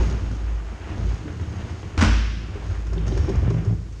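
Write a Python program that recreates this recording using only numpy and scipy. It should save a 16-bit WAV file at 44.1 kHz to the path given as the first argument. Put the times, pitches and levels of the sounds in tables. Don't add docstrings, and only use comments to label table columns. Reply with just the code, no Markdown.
import sys
import numpy as np
from scipy import signal
from scipy.fft import rfft, irfft
from scipy.io import wavfile

SR = 44100
rng = np.random.default_rng(int(sys.argv[2]) if len(sys.argv) > 2 else 0)


def materialize(psi):
    bounded = np.clip(np.atleast_2d(psi).T, -1, 1)
    quanta = np.round(bounded * 32767).astype(np.int16)
    wavfile.write(sys.argv[1], SR, quanta)


N = 176400


def from_db(db):
    return 10 ** (np.asarray(db) / 20)


def rms_one(x):
    return x / np.sqrt(np.mean(x ** 2) + 1e-20)


def fader(rows):
    return from_db(np.interp(np.arange(N) / SR, *np.transpose(rows)))


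def at_hz(points, hz):
    freqs, values = np.transpose(points)
    return np.interp(np.log(np.maximum(hz, 1)), np.log(freqs), values)


def eq(x, points):
    size = 2 * N
    gain = rms_one(from_db(at_hz(points, np.arange(N + 1) * SR / size)))
    cepstrum = irfft(np.log(gain))[:N]
    cepstrum[1:] *= 2
    return irfft(rfft(x, size) * np.exp(rfft(cepstrum, size)))[:N]


def drift(rate_hz):
    hop, settle = 40, 2000
    pole = np.exp(-2 * np.pi * rate_hz * hop / SR)
    noise = rng.standard_normal(N // hop + settle + 2)
    slow = signal.lfilter([1], [1, -2 * pole, pole * pole], noise)[settle:]
    return np.interp(np.arange(N) / hop, np.arange(len(slow)), rms_one(slow))


def grains(per_s, spread_db):
    sizes = from_db(spread_db * np.minimum(rng.exponential(1, N), 4))
    signs = rng.choice([-1, 1], N)
    return rms_one(sizes * signs * (rng.random(N) < per_s / SR))


def crack(t60_s, rise_s):
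    t = np.arange(1, SR // 4) / SR
    burst = rng.standard_normal(len(t)) * from_db(-60 * t / t60_s) * (1 - np.exp(-t / rise_s))
    return burst / np.linalg.norm(burst)


def ringing(start_s, hz, db, t60_s, rise_s):
    t = np.maximum(np.arange(N) / SR - start_s, 0)
    attack = 1 - np.exp(-(t / rise_s) ** 2)
    return attack * from_db(db - 60 * t / t60_s) * np.sin(2 * np.pi * hz * t)


def hits(cues, one_shot):
    track = np.zeros(N + 2 * SR)
    for start_s, db, *_ in cues:
        sound, start = one_shot(), int(start_s * SR)
        track[start:start + len(sound)] += from_db(db) * sound
    return track[:N]


# freq_hz, t60_s
HALL_DECAY = [(100, 1), (400, 0.74), (900, 0.6), (1600, 1.03), (3000, 1.24), (5500, 1.2), (8000, 0.63),
              (12000, 0.58)]

def hall_response():
    t, hz = np.arange(SR) / SR, np.arange(SR // 2 + 1)
    white, tail = rfft(rng.standard_normal(SR)), 0
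    for band_hz, t60_s in HALL_DECAY:
        band = at_hz([(f, f == band_hz) for f, _ in HALL_DECAY], hz)
        tail += irfft(white * band) * from_db(-60 * t / t60_s)
    tail *= 1 - np.exp(-t / 0.0081)
    return tail / np.linalg.norm(tail)


def in_hall(x, hall, wet_db):
    return x + from_db(wet_db) * signal.fftconvolve(x, hall)[:N]


# freq_hz, gain_db
AIR_EQ = [(30, 1.5), (150, -30.5), (600, -21), (3000, -25.5), (7000, -26.5), (10000, -42.5), (14000, -52)]

def room_tone():
    return from_db(-52.5) * eq(rng.standard_normal(N), AIR_EQ)


# time_s, level_db
GRIND_FADER = [(0, -35.5), (.14, -41.5), (.4, -44.5), (.7, -45.5), (.84, -41.5), (1.05, -41.5),
               (1.3, -44.5), (1.55, -45.5), (1.6, -42.5), (1.69, -42), (1.78, -44), (1.94, -44.5),
               (2.35, -50.5), (2.55, -43), (2.85, -45.5), (3.1, -46), (3.35, -39), (3.55, -44), (3.72, -49),
               (3.82, -55.5), (4, -56)]
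# freq_hz, gain_db
WHEEL_EQ = [(150, -34.5), (300, 6), (520, 0), (1000, -2), (1500, -4), (2200, -8.5), (3100, -12),
            (4200, -26.5), (8000, -48.5)]

def wheel_grind(hall):
    grit = 0.48 * in_hall(grains(per_s=900, spread_db=2), hall, wet_db=-4)
    smooth = rng.standard_normal(N) / 2
    flutter = from_db(1.45 * drift(rate_hz=10.6))
    return rms_one(eq(grit + smooth, WHEEL_EQ)) * fader(GRIND_FADER) * flutter


# time_s, level_db
BEARING_FADER = [(0, -43), (.2, -53), (.6, -60), (.95, -55), (1.14, -51), (1.25, -57.5), (1.45, -56.5),
                 (1.7, -52.5), (1.94, -57.5), (2.4, -67), (2.72, -51.5), (3, -68.5), (3.15, -51.5),
                 (3.68, -74), (3.82, -77), (4, -59)]
# freq_hz, gain_db
BEARING_EQ = [(2000, -4), (3500, -2), (5300, -1.5), (6200, -3.5), (6550, 3), (7000, -9.5), (9000, -18),
              (10700, -37.5), (14000, -33.5)]

def bearing_hiss():
    rattle = 0.6 * grains(per_s=250, spread_db=3)
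    hiss = rng.standard_normal(N)
    return rms_one(eq(rattle + hiss, BEARING_EQ)) * fader(BEARING_FADER)


# time_s, level_db
RUMBLE_FADER = [(0, -20), (.25, -30), (.45, -32), (.68, -41), (.9, -33.5), (1.06, -25), (1.2, -31.5),
                (1.4, -28.5), (1.9, -34.5), (2.3, -33), (2.85, -32.5), (3.2, -24), (3.5, -29), (3.8, -30.5),
                (4, -41.5)]
# freq_hz, gain_db
RUMBLE_EQ = [(25, -22.5), (42, -14), (62, -6.5), (79, 1.5), (98, 3), (135, -12), (165, -10), (215, -13.5),
             (260, -20), (305, -16.5), (370, -21), (450, -26.5), (1500, -71.5)]

def ramp_rumble():
    bumps = grains(per_s=500, spread_db=1)
    return rms_one(eq(bumps, RUMBLE_EQ)) * fader(RUMBLE_FADER)


BOOM_HZ = 54.46
# time_s, level_db
BOOM_FADER = [(0, -14.5), (.21, -27.5), (.4, -26), (.55, -22.5), (.8, -41.5), (1.09, -22), (1.3, -54),
              (1.9, -41), (2.56, -38), (2.8, -26.5), (3.07, -23.5), (3.2, -28), (3.28, -35), (3.38, -22),
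              (3.52, -30.5), (4, -35.5)]

def ramp_boom():
    pitch_hz = BOOM_HZ + 1.156 * drift(rate_hz=4.1)
    hum = np.sin(2 * np.pi * np.cumsum(pitch_hz) / SR)
    flutter = from_db(1.5 * drift(rate_hz=4.4))
    return rms_one(hum) * fader(BOOM_FADER) * flutter


# start_s, relative_db, pitch_hz
SEAM_CUES = [(.004, -22.5, 367), (0.098, -27.5, 369), (.307, -32, 256), (.719, -30.5, 213),
             (0.908, -33, 304), (.97, -30, 234), (1.252, -30.5, 297), (1.275, -32, 291),
             (1.645, -31.5, 219), (1.972, -23.5, 291), (2.553, -32.5, 402), (2.919, -30, 378),
             (2.968, -29, 383), (3.072, -27, 370), (3.113, -22, 371), (3.166, -22, 393),
             (3.276, -21.5, 326), (3.288, -19.5, 383.5), (3.503, -24, 393.5), (3.657, -29.5, 387)]
# freq_hz, gain_db
THUD_EQ = [(60, 4.5), (120, -19), (230, -11), (300, 3), (470, -2), (750, -11.5), (1500, -23.5), (4000, -32),
           (9000, -79.5)]

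def seam_thuds(hall):
    knocks = hits(SEAM_CUES, lambda: crack(t60_s=0.062, rise_s=0.0051))
    thuds = from_db(20.5) * eq(knocks, THUD_EQ)
    notes = sum(ringing(start_s, hz, db + 0.5, t60_s=0.15, rise_s=0.0051)
                for start_s, db, hz in SEAM_CUES)
    return in_hall(thuds, hall, wet_db=-5) + notes


# start_s, relative_db
TICK_CUES = [(.097, -39), (.312, -40.5), (.35, -45), (1.41, -44), (2.8667, -41.5), (2.931, -37.5),
             (3.065, -38), (3.078, -33), (3.174, -31.5), (3.291, -35), (3.3546, -39), (3.5003, -36.5),
             (3.6474, -39.5), (3.925, -46)]
# freq_hz, gain_db
TICK_EQ = [(400, -12), (1200, 11), (2500, -3.5), (4000, -6.5), (5400, 2.5), (6000, -0.5), (6550, 5),
           (7300, -9), (9500, -18), (13000, -43)]

def truck_ticks(hall):
    bursts = hits(TICK_CUES, lambda: crack(t60_s=0.056, rise_s=0.0012))
    return in_hall(from_db(20) * eq(bursts, TICK_EQ), hall, wet_db=-2.5)


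# start_s, relative_db
CLACK_CUES = [(1.279, -36), (1.396, -37), (1.612, -40.5), (1.717, -51.5), (1.828, -34)]

def wheel_clacks(hall):
    bursts = hits(CLACK_CUES, lambda: crack(t60_s=0.056, rise_s=0.0012))
    return in_hall(from_db(20) * eq(bursts, WHEEL_EQ), hall, wet_db=-2.5)


# start_s, level_db, pitch_hz
FLEX_CUES = [(1.975, -6, 85), (2.691, -17.5, 84.5), (3.191, -7, 76.7), (3.352, -11.5, 79),
             (3.665, -7, 106.7)]

def panel_thumps():
    return sum(ringing(start_s, hz, db, t60_s=0.26, rise_s=0.012) for start_s, db, hz in FLEX_CUES)


# start_s, relative_db
SLAP_CUES = [(1.977, -7), (1.988, -8), (1.996, -9.5), (2.0095, -3.5), (2.0135, -1), (2.0235, 0.5),
             (2.035, -4.5), (2.046, -5.5)]
# freq_hz, gain_db
SLAP_EQ = [(40, -2), (85, 1), (130, -10.5), (220, 12.5), (400, 0), (760, 1), (1050, 2.5), (1300, 1.5),
           (1520, 3.5), (1800, -2.5), (2700, -2.5), (4200, -11.5), (5500, -9), (7000, -15.5), (9000, -25.5),
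           (13000, -58)]
# pitch_hz, level_db, t60_s
WOOD_MODES = [(88.1, -18.5, 1), (113, -19, 0.4), (170.8, -17.5, 0.32), (218.3, -18, 0.48), (310, -23, 0.35),
              (564, -32, .45), (961, -29, 0.41), (1107, -30.5, .3), (1510, -27, 0.23), (1610, -36, 0.74),
              (2025, -26, 0.11)]

def landing():
    cracks = hits(SLAP_CUES, lambda: crack(t60_s=0.047, rise_s=0.00036))
    reverb = from_db(-2) * hits(SLAP_CUES, hall_response)
    slaps = from_db(8) * eq(cracks + reverb, SLAP_EQ)
    start_s = 2.012
    ring = sum(ringing(start_s, hz, db, t60_s, rise_s=0.0024) for hz, db, t60_s in WOOD_MODES)
    boom = ringing(start_s, BOOM_HZ, db=-3.5, t60_s=1, rise_s=0.085)
    return slaps + ring + boom


# time_s, level_db
SLOPE_FADER = [(2.8, -83), (2.95, -33.5), (3.2, -31), (3.5, -22), (3.7, -27.5), (3.8, -37), (4, -55)]
# pitch_hz, width_hz, relative_db
SLOPE_RESONANCES = [(117, 9.2, 4.5), (161.2, 5.2, -1.5), (378, 48, -23)]

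def slope_drone():
    bumps, drone = grains(per_s=500, spread_db=6), 0
    for hz, width_hz, db in SLOPE_RESONANCES:
        radius = np.exp(-np.pi * width_hz / SR)
        feedback = [1, -2 * radius * np.cos(2 * np.pi * hz / SR), radius ** 2]
        drone += from_db(db) * rms_one(signal.lfilter([1, 0, -1], feedback, bumps))
    band_pass = signal.butter(2, [80, 600], "band", fs=SR, output="sos")
    return rms_one(signal.sosfilt(band_pass, drone)) * fader(SLOPE_FADER)


# start_s, relative_db
SQUEAK_CUES = [(2.979, -36), (3.121, -36)]

def bushing_squeaks(hall):
    centre_hz, step_oct = 3320, 0.27
    peak = [(centre_hz * 2 ** (k * step_oct), -5 * k * k) for k in range(-3, 4)]
    bursts = hits(SQUEAK_CUES, lambda: crack(t60_s=0.015, rise_s=0.0011))
    return in_hall(from_db(18) * eq(bursts, peak), hall, wet_db=-2.5)


def scene():
    hall = hall_response()
    bed = room_tone() + wheel_grind(hall) + bearing_hiss() + ramp_rumble() + ramp_boom()
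    impacts = seam_thuds(hall) + truck_ticks(hall) + wheel_clacks(hall) + panel_thumps() + landing()
    climb = slope_drone() + bushing_squeaks(hall)
    return (bed + impacts + climb)[None]


def record(dry):
    ceiling, stop_hz = 0.7, 14300
    rounded = ceiling * np.tanh(dry / ceiling)
    return signal.sosfilt(signal.cheby2(12, 70, stop_hz, fs=SR, output="sos"), rounded)


dry = scene()
out = record(dry)
materialize(out)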